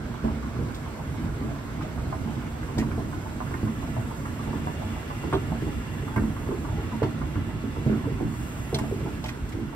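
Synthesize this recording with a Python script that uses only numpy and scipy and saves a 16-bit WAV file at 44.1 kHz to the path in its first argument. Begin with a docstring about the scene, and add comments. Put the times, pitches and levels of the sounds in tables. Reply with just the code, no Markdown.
"""A deep, thudding escalator rumble, as a rider goes up the last stretch and walks off onto a tiled landing.
The truss swells as each step turns at the top and booms as steps meet their tracks. Chain links clank
about seven times a second over a wash of rollers and a faint drive whine. Metal squeaks softly,
shoes scuff and the landing plate rings with hard taps. A two-port microphone adds its own hiss;
hiss and scuffs come inverted and late on the right."""
import sys
import numpy as np
from scipy import signal
from scipy.fft import rfft, irfft, next_fast_len
from scipy.io import wavfile
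from scipy.ndimage import uniform_filter1d

SR = 44100
rng = np.random.default_rng(int(sys.argv[2]) if len(sys.argv) > 2 else 0)


def store_wav(level_fs):
    """Save 16-bit WAV to argv[1]."""
    pcm = np.round(np.clip(np.atleast_2d(level_fs), -1, 1) * 32767)
    wavfile.write(sys.argv[1], SR, pcm.T.astype(np.int16))


N = 429975
STEP_S = .8481  # time from one step turning over to the next

# Gains of the steady layers. Each row: time in seconds, then machine rumble, roller wash and
# microphone hiss in dB. The hiss swells with a shoe swish near 8.4 s.
BED_GAINS = [(0.0, -32, -42.5, -58.5), (0.9, -34, -43, -56.5), (1.6, -32.5, -43.5, -57),
             (2.4, -33.5, -42.5, -56), (3.3, -32.5, -43.5, -55), (4.0, -34, -43.5, -53.5),
             (4.9, -34.5, -42.5, -54), (5.8, -34, -43.5, -54.5), (6.4, -32, -44.5, -53.5),
             (7.0, -32, -43, -56.5), (7.6, -31.5, -45, -57.5), (7.9, -32, -43, -55.5),
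             (8.25, -33, -44.5, -56.5), (8.44, -32, -44.5, -50.5), (8.7, -34.5, -44.5, -52.5),
             (9.15, -35, -44, -55), (9.75, -36, -47, -60)]
# Steps meeting their tracks. Each row: start in seconds, thud level in dB, thud centre in Hz,
# boom level in dB, boom pitch in Hz.
STEP_HITS = [(0.241, -18.5, 246, -22, 59.5), (0.31, -31.5, 215, -23.5, 75), (0.59, -29.5, 450, -39, 103),
             (0.609, -36, 253, -22.5, 97), (1.413, -23, 220, -28, 105), (1.441, -25, 284, -42, 110),
             (1.823, -31, 315, -30, 150), (2.249, -27.5, 234, -27, 159), (2.691, -38, 513, -30, 116),
             (2.778, -22, 243, -26, 58.7), (2.788, -19, 244, -32, 110), (2.905, -33, 253, -23, 59),
             (2.978, -22.5, 286, -28, 59), (3.512, -27.5, 335, -41, 59), (3.631, -17, 223, -22, 114),
             (3.978, -28.5, 233, -22.5, 120), (4.476, -24.5, 221, -28, 138), (4.538, -25, 284, -39, 123),
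             (4.849, -27.5, 220, -24, 94), (5.241, -25, 310, -33, 85), (5.329, -21, 296, -22.5, 145),
             (5.333, -19.5, 330, -27, 65), (5.341, -18.5, 404, -32, 110), (5.518, -23, 180, -28, 75),
             (5.623, -22, 275, -27, 98), (5.668, -24, 286, -31, 147), (6.022, -29.5, 367, -28, 139.3),
             (6.166, -19, 201, -18, 116), (6.177, -15, 230, -31, 100), (6.191, -25, 200, -24, 131),
             (6.202, -24, 292, -30, 142), (6.222, -22, 250, -30, 121), (6.249, -33, 304, -34, 110),
             (6.489, -22.5, 360, -38, 108), (6.519, -22, 368, -37, 112), (6.699, -47, 354, -23, 100),
             (6.78, -28.5, 406, -27, 76.4), (6.924, -25.5, 220, -25.5, 136), (7.019, -14, 430, -35, 110),
             (7.029, -22, 230, -16.5, 109), (7.035, -21.5, 306, -18, 119), (7.36, -24.5, 221, -20, 96),
             (7.639, -23.5, 284, -29, 111), (7.77, -27, 367, -40, 98), (7.863, -16.5, 233, -15, 136),
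             (7.897, -13.5, 237, -24, 92), (7.93, -19, 260, -24, 124), (7.96, -30, 327, -30, 125),
             (8.069, -26.5, 440, -33, 134), (8.209, -20.5, 315, -30, 151), (8.249, -21.5, 160, -29, 126),
             (8.728, -19.5, 400, -29, 130), (8.741, -24, 201, -17.5, 134.5), (8.813, -21, 210, -24.5, 129),
             (8.913, -20.5, 413, -26, 105), (9.019, -30.5, 390, -26, 139), (9.05, -25.5, 320, -23, 139),
             (9.419, -52, 226, -26.5, 64), (9.541, -27.5, 277, -32, 109), (9.588, -25, 282, -35, 116)]
# Resonances of truss and chain. Each row: pitch in Hz, level in dB, share of the ring time.
TRUSS_MODES = [(161.3, -6, 1.1), (185.7, -17, 2.1), (220, -3.5, 2.07), (227.1, -4.5, 1.44),
               (252.7, -4, 0.78), (285.1, -1.5, 1.53), (316, -1.5, 0.79), (332.8, -5, 1.45),
               (375.9, 0.5, 0.81), (396.4, -4, 1.24), (447, 3.5, 0.57), (522, -5, 0.56)]
LINK_MODES = [(638.7, 0.5, 1.7), (713, -1.5, 1.3), (751.3, -7.5, 1.9), (858.3, -3.5, 1.36), (925, -3, 1.26),
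              (1028.6, -1, 0.86), (1151, -1.5, 0.6), (1222, -9, 1.8), (1396, -1.5, 0.14),
              (1420, -1.5, 0.72), (1600, -2, 0.83), (1814, -8, 1.5), (1904, -5.5, 0.39), (2164, 3, 0.48)]
# Stereo image of rumble and wash. Each row: frequency in Hz, left-right likeness (1 is mono).
LIKENESS = [(30, .995), (60, .98), (130, .93), (290, .82), (640, .38), (1400, .3), (3100, .05), (7000, .05)]
# Stereo balance. Each row: frequency in Hz, left minus right in dB.
BALANCE = [(60, -2.5), (300, -3), (1000, -3), (2500, -3.5), (5000, 0)]


def step_thuds():
    """A step meeting its track rings the truss."""
    return blows(STEP_HITS, TRUSS_MODES, t60=.35, narrow_db=19.5, rise_s=.0015, spread=.28, damp=.46)


def step_booms():
    """The weight of a settling step shoves the whole frame into a short, deep boom."""
    out, t = np.zeros(N), np.arange(SR // 3) / SR
    envelope = amp(-60 * t / .14) * (1 - np.exp(-t / .0019))
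    for start, *_, db, hz in STEP_HITS:
        boom = np.sin(2 * np.pi * hz * t) * envelope
        add(out, start, amp(db) * boom / abs(boom).max())
    return out * amp([[-1.2], [1.2]])


def truss_rumble(first_step_s=.19, swell_db=3, rise_share=.14):
    """The truss rumbles up quickly as each step turns, then calms until the next."""
    # Each row: frequency in Hz, spectrum level in dB.
    spectrum = [(12, -34), (20, -10.5), (64, 3.5), (114, 3.5), (147, 2.5), (187, -4.5), (245, -1.5),
                (325, -8), (513, -32.5), (600, -29), (780, -26.5), (1320, -120)]
    turn = (np.arange(N) / SR - first_step_s) / STEP_S % 1
    swell = swell_db * np.minimum(turn / rise_share, (1 - turn) / (1 - rise_share))
    colour = humming(spectrum, TRUSS_MODES, lift_db=7.5, width_hz=3.45)
    rumble = noise(colour, lambda hz: at_hz(LIKENESS, hz), patchy_db=-.5, flicker_db=2, size=4096)
    return amp(curve(BED_GAINS, column=1) + swell) * rumble


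def chain_clanks(first_link_s=.14, tick_hz=945):
    """The chain drops a link on the sprocket six times a step: faint ticks between clear clanks."""
    # Clanks of links and turning steps. Each row: start in seconds, level in dB, centre in Hz.
    clanks = [(0.246, -31, 630), (0.429, -34, 1230), (0.561, -38, 1100), (0.86, -34, 920),
              (0.993, -31, 910), (1.143, -34, 980), (1.809, -31.5, 1120), (1.84, -33.5, 664),
              (2.126, -26, 890), (2.275, -30, 830), (2.413, -38, 1110), (2.552, -36, 720),
              (2.63, -34, 1430), (2.687, -31.5, 930), (2.774, -29, 680), (2.783, -29, 800),
              (2.915, -33, 1400), (2.98, -29, 735), (3.125, -32.5, 1000), (3.259, -31.5, 915),
              (3.404, -25, 990), (3.466, -35, 1430), (3.51, -34, 1070), (3.54, -29, 1530),
              (3.545, -34, 920), (3.826, -35, 900), (3.966, -27.5, 720), (4.109, -32, 1010),
              (4.254, -31, 1220), (4.393, -33, 1130), (4.473, -32.5, 894), (4.531, -29.5, 915),
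              (4.671, -25.5, 945), (4.818, -31, 806), (4.96, -35, 860), (5.103, -29.5, 1030),
              (5.233, -31, 1000), (5.3268, -19, 1010), (5.333, -29, 1190), (5.34, -29, 840),
              (5.348, -26.5, 694), (5.521, -26.5, 816), (5.675, -34, 845), (5.803, -36.5, 1540),
              (6.078, -30.5, 1070), (6.161, -24, 895), (6.162, -27, 1550), (6.177, -27.5, 1560),
              (6.233, -34, 980), (6.365, -30, 1160), (6.47, -33, 930), (6.51, -32, 950), (6.649, -31, 1060),
              (6.688, -31, 1020), (6.79, -36, 1300), (6.918, -31, 1060), (7.019, -25, 680),
              (7.029, -24.5, 1100), (7.045, -30, 790), (7.216, -31, 1080), (7.357, -29.5, 1140),
              (7.761, -35, 1010), (7.866, -33.5, 637), (8.043, -31.5, 1000), (8.202, -32, 776),
              (8.728, -30, 700), (8.746, -33, 1320), (8.756, -29, 790), (8.787, -25.5, 875),
              (8.838, -33.5, 770), (9.061, -29.5, 860), (9.241, -29, 760), (9.291, -35, 1290),
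              (9.727, -36, 890)]
    # Uneven teeth: a gain in dB for each link, repeating every step.
    tooth_db = [-1.5, -1.5, -6, -7, -7.5, -23]
    # The ticking is strongest near the top. Each row: time in seconds, level in dB.
    nearness = [(0, -30), (1.5, -32.5), (2.2, -29), (4.5, -30), (7.3, -26), (8.3, -36), (9.75, -65)]
    starts = np.arange(first_link_s, N / SR, STEP_S / len(tooth_db))
    force, shift = rng.standard_normal((len(starts), 2)).T
    db = np.interp(starts, *np.transpose(nearness)) + np.resize(tooth_db, len(starts)) + 2 * force
    centre_hz = tick_hz * np.exp(.2 * shift)
    clear = abs(starts[:, None] - np.array(clanks)[:, 0]).min(1) > .03  # no tick on top of a clank
    ticks = list(zip(starts[clear], db[clear], centre_hz[clear]))
    return blows(clanks + ticks, LINK_MODES, t60=.11, narrow_db=20, rise_s=.00035, spread=.65, widen=.1)


def plate_taps():
    """Hard taps ring the landing plate, bright and brief."""
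    # Each row: start in seconds, level in dB, centre in Hz.
    taps = [(0.745, -38, 3700), (2.781, -33, 4500), (2.782, -36, 6000), (2.7815, -36, 3300),
            (2.784, -32, 1890), (2.796, -31, 1900), (2.803, -31, 1860), (2.814, -34, 1880),
            (5.33, -40, 8700), (5.332, -34, 3190), (5.339, -36, 3190), (5.334, -38, 2300),
            (5.349, -36, 3550), (6.162, -37, 2000), (7.033, -43, 3400), (8.7445, -24, 4000),
            (8.745, -30, 5700), (8.7455, -33, 8700), (8.747, -32, 2300), (8.75, -32, 3700),
            (8.788, -32, 2100), (9.2405, -33.5, 3250), (9.241, -36, 4350), (9.257, -31, 2060),
            (9.284, -35, 2430), (9.289, -37, 4350), (9.291, -28.5, 1870)]
    # Each row: pitch in Hz, level in dB, share of the ring time.
    plate_modes = [(1880, -2, .6), (2100, -3, .7), (2420, -3, .7), (2800, -6, .9), (3190, -1, 1.3),
                   (3550, -3, .9), (3800, -4, .8), (4080, -1, .55), (4350, -4, .55), (4700, -3, .55),
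                   (5100, -5, .7), (5550, -2, .7), (6000, -5, .7), (8700, -4, .35)]
    return blows(taps, plate_modes, t60=.07, narrow_db=24, rise_s=.0003, spread=.31)


def scuffs():
    """Grit, comb and shoes tick and scuff: sharp bursts of broad noise, partly alike on the two sides."""
    # Each row: start in seconds, level in dB, base decay time in seconds, brightest frequency in Hz.
    scrapes = [(.745, -39, .07, 6020), (1.819, -35, 0.087, 2390), (2.781, -30.5, 0.12, 6500),
               (5.076, -38, .06, 3400), (5.33, -37, 0.1, 2200), (5.614, -38, 0.1, 2200),
               (6.161, -33.5, .015, 13100), (6.164, -44, .1, 1670), (7.028, -31, .12, 2200),
               (8.744, -29, 0.038, 5500), (8.786, -28, 0.02, 8000), (8.789, -35, .05, 2000),
               (9.24, -34, 0.022, 6000), (9.26, -36, .06, 5900), (9.281, -37, 0.04, 5000),
               (9.289, -35, 0.03, 6000), (9.489, -40, .03, 7000), (9.521, -35.5, 0.054, 2200)]
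    out, t = np.zeros((2, N)), np.arange(SR // 5) / SR
    hz = np.fft.rfftfreq(len(t), 1 / SR)
    for start, db, t60, bright_hz in scrapes:
        left, other = rng.standard_normal((2, len(t)))
        octaves = np.log2((hz + 30) / bright_hz)
        colour = amp(np.minimum(5 * octaves, -11 * octaves))
        burst = irfft(rfft([left, .6 * left + .8 * other]) * colour, len(t))
        burst *= amp(-60 * t / (t60 + .006)) * (1 - np.exp(-t / .0015))
        add(out, start, amp(db) * burst / abs(burst).max())
    return out


def squeaks():
    """Rubbing metal gives a soft, slightly rough tone that swells and fades."""
    # Each row: start in seconds, length in seconds, pitch in Hz, level in dB.
    rubs = [(6.1, 0.091, 877, -43), (6.71, 0.11, 840, -44), (6.922, 0.043, 963, -39)]
    out = np.zeros(N)
    for start, length, hz, db in rubs:
        t = np.arange(0, length, 1 / SR)
        wobble = .023 * unit_rms(uniform_filter1d(rng.standard_normal(SR // 5), size=300))[:len(t)]
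        tone = np.sin(2 * np.pi * hz * np.cumsum(1 + wobble) / SR)
        add(out, start, amp(db) * np.sqrt(np.sin(np.pi * t / length)) * tone)
    return out * amp([[-1.5], [1.5]])


def roller_wash():
    """The rollers make a steady midrange wash, tinged with the chain's resonances."""
    # Each row: frequency in Hz, spectrum level in dB.
    spectrum = [(240, -13), (400, 2), (521, -3), (1390, -5), (2470, -15), (2750, -16.5), (4080, -20.5),
                (5510, -24), (6510, -26), (7000, -33), (9100, -74), (15400, -120)]
    colour = humming(spectrum, LINK_MODES, lift_db=2.5, width_hz=16.5)
    wash = noise(colour, lambda hz: at_hz(LIKENESS, hz), patchy_db=1.5, flicker_db=.5)
    return amp(curve(BED_GAINS, column=2)) * wash


def drive_whine():
    """Fuzzy whining tones that wander with the load, plus two broad bands that brighten the wash."""
    # Each row: centre in Hz, bandwidth in Hz, level in dB.
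    bands = [(859, 64, -4), (1331, 13, -1), (1728, 17, -0.5), (1890, 14, -3), (1998, 22, 0), (2310, 270, 0),
             (2680, 60, -4.5), (2770, 26, -1.5), (2860, 75, -6.5), (3106, 460, -3.5), (3453, 41, -5.5)]
    # Louder near the top landing. Each row: time in seconds, gain in dB.
    nearness = [(0, -71), (2.5, -65), (4.2, -58.5), (5.3, -57), (6.5, -56), (7.2, -59), (8.2, -58),
                (9, -58.5), (9.75, -63)]
    out = np.zeros((2, N))
    load = unit_rms(uniform_filter1d(uniform_filter1d(rng.standard_normal(N), size=8000), size=8000))
    drive_time = np.cumsum(1 + .005 * load) / SR
    for hz, width_hz, db in bands:
        pole = np.exp(-np.pi * width_hz / SR)
        real, imag = rng.standard_normal((2, 2, N))
        fuzz = signal.lfilter([1 - pole], [1, -pole], real + 1j * imag)
        out += amp(db) * unit_rms((fuzz * np.exp(2j * np.pi * hz * drive_time)).real)
    return out * amp(curve(nearness) + 1.6 * load)


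def microphone_hiss():
    """The microphone's own thin, faintly flickering hiss; one brief swell makes a shoe swish."""
    # Each row: frequency in Hz, spectrum level in dB.
    spectrum = [(3000, -13), (5000, -9.5), (7000, 1), (9500, -4.5), (12000, -3.5), (14000, -12.5),
                (16000, -7)]
    hiss = noise(lambda hz: at_hz(spectrum, hz), lambda hz: np.full_like(hz, .998),
                 patchy_db=.8, flicker_db=.6)
    return amp(curve(BED_GAINS, column=3)) * hiss


def reflections(pair, t60, wet_db):
    """Steel side panels and tiles return sparse echoes of random sign, each side its own."""
    grid = np.arange(200, SR // 2, 20)
    lags = grid + rng.integers(0, 20, (2, len(grid)))
    echoes = np.zeros((2, SR // 2 + 20))
    np.put_along_axis(echoes, lags, rng.choice([-1., 1.], lags.shape) * amp(-60 * lags / SR / t60), 1)
    echoes /= np.linalg.norm(echoes[0])
    return pair + amp(wet_db) * signal.oaconvolve(pair, echoes, axes=1)[:, :N]


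def microphone_ports(body, treble):
    """The right port hears the body a little late, the treble later and inverted, which combs the sum."""
    right = delayed(body[1], lag_s=.00012) - delayed(treble[1], lag_s=.0003085)
    return np.array([body[0] + treble[0], right])


def blows(events, modes, t60, narrow_db, rise_s, spread, widen=0, damp=.05):
    """Struck metal rings most in the modes near the blow's centre; each side hears another phase."""
    out = np.zeros((2, N))
    hz, mode_db, share = np.transpose(modes)[:, :, None]
    t = np.arange(round(1.3 * t60 * SR)) / SR
    scatter = rng.standard_normal((len(events), 4, len(modes), 1))
    scatter *= np.reshape([.022, .6, 1, 1.5], (4, 1, 1))
    for (start, db, centre_hz, *_), (detune, phase, skew, vary_db) in zip(events, scatter):
        softness_db = -30 - db  # below a usual blow
        # Harder blows reach more modes (widen) and seat the parts tightly, ringing shorter (damp).
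        off_centre_db = abs(narrow_db * amp(widen * softness_db) * np.log2(hz / centre_hz))
        ring_s = t60 * amp(damp * softness_db) * share + .0079
        level = amp(mode_db - off_centre_db + vary_db - 60 * t / ring_s)
        angle = 2 * np.pi * hz * (1 + detune) * t + phase
        side = np.reshape([1, -1], (2, 1, 1))
        ring = (level * amp(side * at_hz(BALANCE, hz) / 2) * np.sin(angle + side * spread * skew)).sum(1)
        ring *= (1 - np.exp(-t / rise_s)) * (1 - (t / t[-1]) ** 4)
        add(out, start, amp(db) * ring / abs(ring.mean(0)).max())
    return out


def humming(spectrum, modes, lift_db, width_hz):
    """Rolling keeps the metal ringing: the noise peaks at the strong modes and dips at the weak ones."""
    return lambda hz: at_hz(spectrum, hz) + sum(
        (lift_db + db) / (1 + ((hz - mode_hz) / width_hz) ** 2) for mode_hz, db, _ in modes)


def noise(colour_db, likeness, patchy_db, flicker_db, size=1024):
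    """Coloured stereo noise with drifting patches in its spectrum and an overall flicker."""
    hop = size // 4
    frames, hz = N // hop + 5, np.fft.rfftfreq(size, 1 / SR)
    left_re, left_im, other_re, other_im, patches = rng.standard_normal((frames, len(hz), 5)).T
    patches = uniform_filter1d(patches, size=6, axis=0)
    patches = unit_rms(uniform_filter1d(patches, size=3072 // hop, axis=1))
    flicker = unit_rms(uniform_filter1d(rng.standard_normal(frames), size=1536 // hop + 1))
    alike, left = likeness(hz)[:, None], left_re + 1j * left_im
    right = alike * left + np.sqrt(1 - alike ** 2) * (other_re + 1j * other_im)
    db = colour_db(hz)[:, None] + patchy_db * patches + flicker_db * flicker
    pan_db = at_hz(BALANCE, hz)[:, None] / 2
    spectra = np.array([left * amp(db + pan_db), right * amp(db - pan_db)])
    out = signal.istft(spectra, nperseg=size, noverlap=size - hop)[1][:, :N]
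    return out / np.sqrt(np.mean(out.mean(0) ** 2))


def amp(db):
    return 10 ** (np.asarray(db) / 20)


def unit_rms(x):
    return x / np.sqrt(np.mean(x ** 2) + 1e-20)


def at_hz(points, hz):
    point_hz, value = np.transpose(points)
    return np.interp(np.log(hz + 1), np.log(point_hz + 1), value)


def curve(rows, column=1):
    rows = np.array(rows)
    return np.interp(np.arange(N) / SR, rows[:, 0], rows[:, column])


def add(mix, start_s, sound):
    part = mix[..., round(start_s * SR):][..., :sound.shape[-1]]
    part += sound[..., :part.shape[-1]]


def delayed(x, lag_s):
    size = next_fast_len(N + 64)
    return irfft(rfft(x, size) * np.exp(-2j * np.pi * np.fft.rfftfreq(size, 1 / SR) * lag_s), size)[:N]


def scene():
    """A bed of rumble, wash and hiss under the blows of steps, chain and shoes."""
    rumble, wash, hiss = truss_rumble(), roller_wash(), microphone_hiss()
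    thuds = step_thuds() + step_booms()
    clatter = reflections(chain_clanks() + plate_taps(), t60=.44, wet_db=-15)
    treble = hiss + reflections(scuffs(), t60=.07, wet_db=-3.5)
    body = rumble + wash + drive_whine() + squeaks() + thuds + clatter
    return microphone_ports(body, treble)


def record(dry, low_cut_hz=30.6, high_cut_hz=15760):
    """The microphone loses the deepest bass, and a steep filter takes off the very top."""
    thinned = signal.sosfilt(signal.butter(3, low_cut_hz, "high", fs=SR, output="sos"), dry)
    high_cut = signal.firwin(1023, high_cut_hz, window=("kaiser", 10), fs=SR)
    return signal.oaconvolve(thinned, high_cut[None], "same")


dry = scene()
out = record(dry)
store_wav(out)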